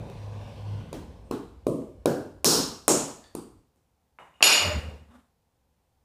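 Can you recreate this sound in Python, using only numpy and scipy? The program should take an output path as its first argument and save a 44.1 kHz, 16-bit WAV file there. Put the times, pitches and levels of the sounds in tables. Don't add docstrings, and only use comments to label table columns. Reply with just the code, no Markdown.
import sys
import numpy as np
from scipy import signal
from scipy.fft import rfft, irfft
from scipy.io import wavfile
from scipy.ndimage import uniform_filter1d, map_coordinates

SR = 44100
rng = np.random.default_rng(int(sys.argv[2]) if len(sys.argv) > 2 else 0)


def ratio_of_db(decibels):
    return 10 ** (np.asarray(decibels, float) / 20)


def log_audio(samples):
    frames = np.atleast_2d(samples).T
    limited = np.clip(frames, -1, 1)
    pcm = np.round(limited * 32767).astype(np.int16)
    wavfile.write(sys.argv[1], SR, pcm)


N = 266760


def unit(x):
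    return x / np.sqrt(np.mean(x ** 2) + 1e-20)


def along(points, hz):
    f, v = np.transpose(points)
    return np.interp(np.log(hz + 1e-3), np.log(f), v)


def curves(rows, out=-140):
    s, *cols = np.transpose(rows)
    return [np.interp(np.arange(N) / SR, s, c, right=out) for c in cols]


def wobble(rate):
    knots = rng.standard_normal(int(N * rate / SR) + 4)
    return map_coordinates(knots, [np.arange(N) * rate / SR])


def fall(start_s, hold_s, db_per_s):
    t = np.arange(N) / SR - start_s
    return np.minimum(0, 2000 * t) - db_per_s * np.maximum(0, t - hold_s)


def noise(spectrum):
    hz = np.fft.rfftfreq(N, 1 / SR)
    return unit(irfft(rfft(rng.standard_normal(N)) * ratio_of_db(along(spectrum, hz)), N))


def patchy(x, depth_db):
    z = signal.stft(x, nperseg=512)[2]
    field = uniform_filter1d(rng.standard_normal(z.shape), size=4, axis=0)
    field = uniform_filter1d(field, size=40, axis=1)
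    return unit(signal.istft(z * ratio_of_db(depth_db * unit(field)), nperseg=512)[1][:N])


def pulse(gain):
    size = 4096
    cepstrum = irfft(np.log(gain(np.fft.rfftfreq(size, 1 / SR)) + 1e-6))
    cepstrum[1:size // 2] *= 2
    cepstrum[size // 2 + 1:] = 0
    click = irfft(np.exp(rfft(cepstrum)))[:size // 2]
    return click / np.linalg.norm(click)


def burst(t60):
    x = rng.standard_normal(400) * ratio_of_db(-60 * np.arange(400) / SR / t60)
    return x / np.linalg.norm(x)


def add(track, s, x):
    part = track[round(s * SR):][:len(x)]
    part += x[:len(part)]


# frequency in [Hz], t60 in [s].
YARD_DECAY = [(100, 0.62), (300, 0.42), (1000, 0.56), (3000, 0.55), (7000, 0.44), (15000, 0.35)]


def yard(x, wet_db):
    size = 3 * SR // 4
    hz, t, z = signal.stft(rng.standard_normal(size), SR, nperseg=256)
    z *= ratio_of_db(-60 * t / along(YARD_DECAY, hz)[:, None])
    tail = signal.istft(z, SR, nperseg=256)[1][:size]
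    t = np.arange(size) / SR
    tail *= 1 - np.exp(-(t / 0.0079) ** 2)
    tail *= ratio_of_db(0.83 * np.exp(-t / 0.11))
    return signal.fftconvolve(x, ratio_of_db(wet_db) * tail / np.linalg.norm(tail))


# time in [s], dip in [dB].
GAIN_DIPS = [
    (1.6665, 4),
    (2.056, 2.5),
    (2.4443, 11.5),
    (2.88, 4),
    (4.428, 12.5),
]


def duck_at(s):
    return sum(max(db, 0) for at, db in GAIN_DIPS if abs(at - s) < .02)


def gain_dip_db():
    t = np.arange(N) / SR
    return sum(max(db, 0) * (t >= s - .003) * np.exp(-(np.clip(t - s, 0, None) / 0.091) ** 2)
               for s, db in GAIN_DIPS)


# frequency in [Hz], level in [dB].
SELF_NOISE = [(12, -36), (20, -10), (33, -27), (64, -2.5), (97, -10), (195, -14.5), (360, -23),
              (531, -17.5), (593, -25.5), (783, -19), (1220, -30), (1900, -33.5), (15300, -40)]


def self_noise():
    return ratio_of_db(-72) * noise(SELF_NOISE)


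# frequency in [Hz], level in [dB].
PREAMP_HISS = [(300, -17), (2000, -11.5), (8000, 3.5), (15000, -9.5)]


def gate_hiss(x):
    power = signal.lfilter([1 / 800], [1, 1 / 800 - 1], np.diff(x, prepend=0) ** 2)
    level_db = 10 * np.log10(np.abs(power) + 1e-12)
    return ratio_of_db(np.minimum(-60, 0.72 * level_db - 27)) * noise(PREAMP_HISS)


# time in [s], firing note in [Hz], level in [dB].
FAR_ENGINE = [(0.0, 108.8, -34), (0.078, 104.8, -49.5), (0.374, 102.4, -33.5), (0.536, 102.9, -46),
              (0.73, 102.3, -34.5), (0.828, 102.5, -41), (0.872, 98.8, -47), (0.92, 91.8, -68),
              (0.95, 86.8, -54)]
# frequency in [Hz], level in [dB].
STREET_RUMBLE = [(12, -38), (20, -12), (59, 9.5), (107, 2.5), (130, -16), (247, -16.5), (300, -13.5),
                 (390, -51), (660, -120)]
STREET_RUSH = [(76, -35.5), (130, 5), (307, -4.5), (339, -10), (515, -1), (604, -6), (1080, -13),
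               (1340, -26.5), (1450, -18.5), (1960, -24.5), (2440, -22), (5760, -30.5), (6490, -36.5),
               (15300, -51.5)]


def street():
    t = np.arange(N) / SR
    shut_s, shut_db_per_s = 3.45, 129
    leaves_s, leaves_db, leaves_tau_s = 0.79, 26, 0.9
    gate_db = fall(-0.87, 1 + shut_s, shut_db_per_s)
    clank_echo_db = fall(4.45, 0.49, shut_db_per_s)

    hz, engine_db = curves(FAR_ENGINE)
    engine = ratio_of_db(engine_db + 1 + 4.0 * wobble(9)) * np.sin(2 * np.pi * np.cumsum(hz) / SR)

    rumble_db = -45.5 - 4.5 * t + fall(-0.96, 1.1 + shut_s, 1.9 * shut_db_per_s)
    rumble = (ratio_of_db(rumble_db) + ratio_of_db(clank_echo_db - 64.5)) * ratio_of_db(2.3 * wobble(8)) * noise(STREET_RUMBLE)

    gone = 1 - np.exp(-np.maximum(0, t - leaves_s) / leaves_tau_s)
    rush_db = -43.5 - leaves_db * gone + gate_db
    rush = (ratio_of_db(rush_db) + ratio_of_db(-49 + clank_echo_db)) * ratio_of_db(-1.36 + 0.54 * wobble(33))
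    return engine + rumble + rush * patchy(noise(STREET_RUSH), depth_db=2.46)


# time in [s], level in [dB].
HAND_SCUFF = [
    (5.0, -83.5),
    (5.1, -65),
    (5.129, -56),
    (5.2, -61),
    (5.26, -71),
    (5.34, -90),
]
# frequency in [Hz], level in [dB].
SCUFF_COLOUR = [(88, -49), (150, -21), (246, -1), (301, -21.5), (1150, -17), (2570, -33.5), (3640, -32.5),
                (4630, -42), (12000, -43), (15600, -66.5), (22000, -120)]


def scuff():
    level_db = curves([(0.0015, -140), *HAND_SCUFF])[0]
    return ratio_of_db(level_db + 1.8 * wobble(70)) * noise(SCUFF_COLOUR)


# time in [s], peak in [dB], pitch in [Hz], resonance width in [Hz], echo in [dB].
CHIP_TICKS = [(0.1, -16, 415, 57.6, -4.5), (1.24, -56.5, 8500, 40, 12), (1.313, -55, 8700, 60, 22),
              (1.313, -44, 3970, 150, 16), (1.82, -28.5, 770, 120, 0), (2.06, -9.5, 3870, 130, -20),
              (2.059, -44.5, 2900, 80, 10.5), (4.188, -63.5, 3660, 40, 12.5), (3.229, -47, 4520, 119, 14),
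              (3.24, -42.5, 4700, 120, 4), (3.242, -34.5, 3560, 297, 0), (3.221, -46, 1740, 148, 15),
              (3.248, -51, 9000, 299, 11), (3.352, -44, 4660, 250, 15), (3.351, -38.5, 8550, 900, 18),
              (3.76, -55.5, 7000, 3990, 3), (3.76, -47, 255, 120, 3), (4.408, -35.5, 3640, 700, 13),
              (4.4273, 22, 2710, 250, -11.5), (0.104, -36, 125, 30, -7), (4.606, -12, 860, 700, 13)]


def chips():
    out = np.zeros(N)
    for s, db, hz, width_hz, echo_db in CHIP_TICKS:
        tick = ratio_of_db(db) * pulse(lambda f: f / np.abs(hz ** 2 - f ** 2 + 1j * f * width_hz))
        add(out, s, tick)
        add(out, s, yard(tick, echo_db))
    return out


# time in [s], boom in [dB].
HANDLE_ROCKS = [
    (4.69, -30),
    (4.785, -26.5),
    (4.884, -34.5),
    (4.955, -41.5),
    (5.026, -48.5),
    (5.1, -54),
    (5.19, -63),
]


def handle():
    t = np.arange(N) / SR
    swell_s, lift_s = 0.053, 0.013
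    wood_s, wood_hold_s = 4.65, 0.065
    rocking = sum(ratio_of_db(db) * np.exp(-((t - s) / np.where(t < s, swell_s, lift_s)) ** 2)
                  for s, db in HANDLE_ROCKS)

    boom_hz = 75 + 25 * np.exp(-np.abs(t - wood_s) / 0.044) + 3 * wobble(18)
    boom = np.sin(2 * np.pi * np.cumsum(boom_hz) / SR)
    boom += 0.3 * noise([(40, -29.0), (100, 2.5), (220, -1.0), (400, -23), (900, -120)])

    wood = noise([(500, -60), (585, -9), (605, 4.5), (630, -18.5), (720, -62.5)])
    wood *= ratio_of_db(-21.5 - 12.5 + fall(wood_s, wood_hold_s, 267))
    rattle = noise([(150, -26), (450, -10), (900, -17), (2000, -16), (5000, -44.5)])
    rattle *= ratio_of_db(-37.5 + fall(wood_s, wood_hold_s, 99.5))
    return rocking * unit(boom) + wood + rattle


HEAD_HZ = [2375, 2537, 2700, 2838, 2885, 3650, 6890, 6919, 8200, 11250, 13370]
# level in [dB], t60 in [s].
HEAD_MODES = [(-11.5, 0.0078), (-5.5, 0.037), (-1, 0.0064), (-7, 0.04), (-12, .12), (-11.5, 0.045),
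              (-11.5, 0.046), (-5.5, 0.093), (-16, 0.034), (-10.5, 0.059), (-19, 0.026)]


def steel(contacts, spectrum, damp_db):
    out, t = np.zeros(N), np.arange(SR // 4) / SR
    clack = pulse(lambda hz: ratio_of_db(along(spectrum, hz)))
    ring = np.zeros(len(t))
    for hz, (db, t60) in zip(HEAD_HZ, HEAD_MODES):
        muted_db = db - damp_db * abs(np.log2(hz / 3100))
        ring += ratio_of_db(muted_db - 60 * t / t60) * np.sin(2 * np.pi * hz * t)
    ring *= 1 - np.exp(-t / 0.00039)
    for s, clack_db, ring_db in contacts:
        sound = ratio_of_db(ring_db) * ring
        add(out, s, ratio_of_db(duck_at(s)) * sound)
        add(out, s, ratio_of_db(duck_at(s) + clack_db + 6) * np.convolve(clack, burst(0.034)))
        add(sound, 0, ratio_of_db(clack_db + 2.5) * clack)
        add(out, s, yard(sound, duck_at(s) + 7))
    return out


# time in [s], clack in [dB], ring in [dB].
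EDGE_TOUCHES = [
    (4.187, -26, -46),
    (4.34, -57, -51.5),
    (4.407, -16.5, -50),
]
# frequency in [Hz], level in [dB].
TOUCH_COLOUR = [(40, -39.5), (130, -9), (400, -6), (900, 0), (1600, -8), (2900, -12.5), (3400, -36.5),
                (4900, -43.5), (8000, -65.5), (16000, -87)]
# time in [s], clack in [dB], ring in [dB].
FLAT_LANDINGS = [
    (4.26, -80, -77),
    (4.344, -75.5, -75.5),
    (4.426, 5.5, -14),
    (4.439, -15, -28.5),
]
# frequency in [Hz], level in [dB].
CLACK_COLOUR = [(88, -48), (150, -21.5), (581, -10), (719, -10.5), (1620, -14.5), (1890, -22.5),
                (2840, -0.5), (3450, -12.5), (4790, -4.5), (6400, -15.5), (7060, -20), (7480, -16),
                (11400, -19), (15300, -37.5)]


def hatchet():
    return steel(EDGE_TOUCHES, TOUCH_COLOUR, damp_db=40.5) + steel(FLAT_LANDINGS, CLACK_COLOUR, damp_db=1)


# frequency in [Hz], level in [dB].
TILE_THUD = [(50, -33.5), (100, -13), (156, -4), (205, -5.5), (245, 1), (380, 0.5), (490, -2), (700, -7)]


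def colour_db(hz, contact, crack):
    edge_hz, edge_db, lobe_hz, width, lobe_db = contact
    crack_hz, crack_db, fall_db, grit_db = crack
    bounce = np.cos(2 * np.pi * hz / 1363)

    def octaves(ref):
        return np.log2((hz + 1) / ref)

    thud = along(TILE_THUD, hz) - edge_db * np.maximum(0, octaves(edge_hz))
    lobe = lobe_db - 6 * np.abs(octaves(lobe_hz) / width) ** 3
    grit = grit_db - 5.5 * np.abs(octaves(3000)) + 0.5 * bounce
    slopes_db = np.minimum(21.5 * octaves(crack_hz), -fall_db * octaves(crack_hz))
    split = crack_db + slopes_db + 1.5 * bounce
    return 10 * np.log10(sum(ratio_of_db(2 * np.maximum(part, -150)) for part in (thud, lobe, grit, split)))


# time in [s], echo in [dB], push in [dB], push pitch in [Hz], click in [dB].
STONE_BLOWS = [
    (.9290, -10, -27.5, 484, -33.5),
    (1.311, -4, -19, 344, -41),
    (1.668, 1, -7, 393, -30.5),
    (2.058, 5, -6, 462, -13.5),
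    (2.4450, 7, -5.5, 620, 7.5),
    (2.8805, 7.5, -6, 619, 1),
    (3.3510, -11, -24, 348, -25.5),
]
# edge in [Hz], fall in [dB an octave], lobe in [Hz], lobe width in [octaves], lobe in [dB].
BLOW_CONTACTS = [(310, 9.5, 490, 0.86, -12), (472, 90, 710, 0.94, -15.5), (620, 69, 1050, 0.259, -21.5),
                 (590, 18, 1520, .17, -20), (504, 47, 816, 0.88, -11.5), (702, 15, 900, 0.63, -13),
                 (448, 51, 880, 0.61, -17)]
# crack in [Hz], crack in [dB], fall above it in [dB an octave], grit at 3 kHz in [dB].
SHELL_CRACKS = [(6000, -36, 12, -29), (8700, -64, 30, -33), (8820, -38.5, 21, -44), (4650, -34.5, 4.5, -38),
                (5150, -6, 9.5, -27), (7300, -6, 25.5, -22.5), (8960, -29, 29, -34)]
# frequency in [Hz], level in [dB].
SNAP_COLOUR = [(300, -36), (1000, -12), (2500, -3.5), (4000, -10), (6500, -5.5), (10000, 1), (16000, -16)]
# frequency in [Hz], level in [dB], t60 in [s].
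STONE_MODES = [(1020, -2.5, 0.013), (2370, -12, 0.023), (3712, -16, 0.072), (5004, -13, 0.021),
               (7000, 0.5, 0.0055)]


def blows():
    out, t = np.zeros(N), np.arange(SR // 40) / SR
    snap = pulse(lambda hz: ratio_of_db(along(SNAP_COLOUR, hz)))
    for blow, contact, crack in zip(STONE_BLOWS, BLOW_CONTACTS, SHELL_CRACKS):
        s, echo_db, push_db, push_hz, click_db = blow

        u = t * push_hz / 0.55
        push = (u * np.exp(1 - u)) ** 2 * np.sin(2 * np.pi * push_hz * t)
        add(out, s - .0006, ratio_of_db(push_db + 1.5) * push)
        add(out, s + .0004, ratio_of_db(click_db + 8.5) * np.convolve(snap, burst(0.003)))

        scratch = pulse(lambda hz: ratio_of_db(colour_db(hz, contact, crack) / 2) * hz / (hz + 2000))
        add(out, s, ratio_of_db(echo_db - 16) * np.convolve(scratch, burst(0.017)))

        shifts = rng.uniform(.88, 1.12, len(STONE_MODES))
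        modes = np.zeros(len(t))
        for shift, (hz, db, t60) in zip(shifts, STONE_MODES):
            mode_db = colour_db(hz, contact, crack) / 2 + db
            modes += ratio_of_db(mode_db - 60 * t / t60) * np.sin(2 * np.pi * shift * hz * t)
        modes *= (1 - np.exp(-(t / 0.0011) ** 2)) * ratio_of_db(-60 * t / .03)
        add(out, s + 0.00079, ratio_of_db(echo_db) * modes)

        knock = pulse(lambda hz: ratio_of_db(colour_db(hz, contact, crack)))
        add(out, s, yard(knock, echo_db + duck_at(s) + 7.0))
    return out


def scene():
    return (street() + scuff() + chips() + handle() + hatchet() + blows())[None]


def roll_off(x):
    return signal.sosfilt(signal.butter(12, 16810, fs=SR, output="sos"), x)


def record(dry):
    x = dry * ratio_of_db(-gain_dip_db())
    x = x + gate_hiss(x)
    x = x + self_noise()
    band = np.interp(np.fft.rfftfreq(N, 1 / SR), [15300, 15600], [1, .03])
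    x = irfft(rfft(x) * band, N)
    x = x / (1 + np.abs(x / .95) ** 6) ** (1 / 6)
    return roll_off(x)


dry = scene()
out = record(dry)
log_audio(out)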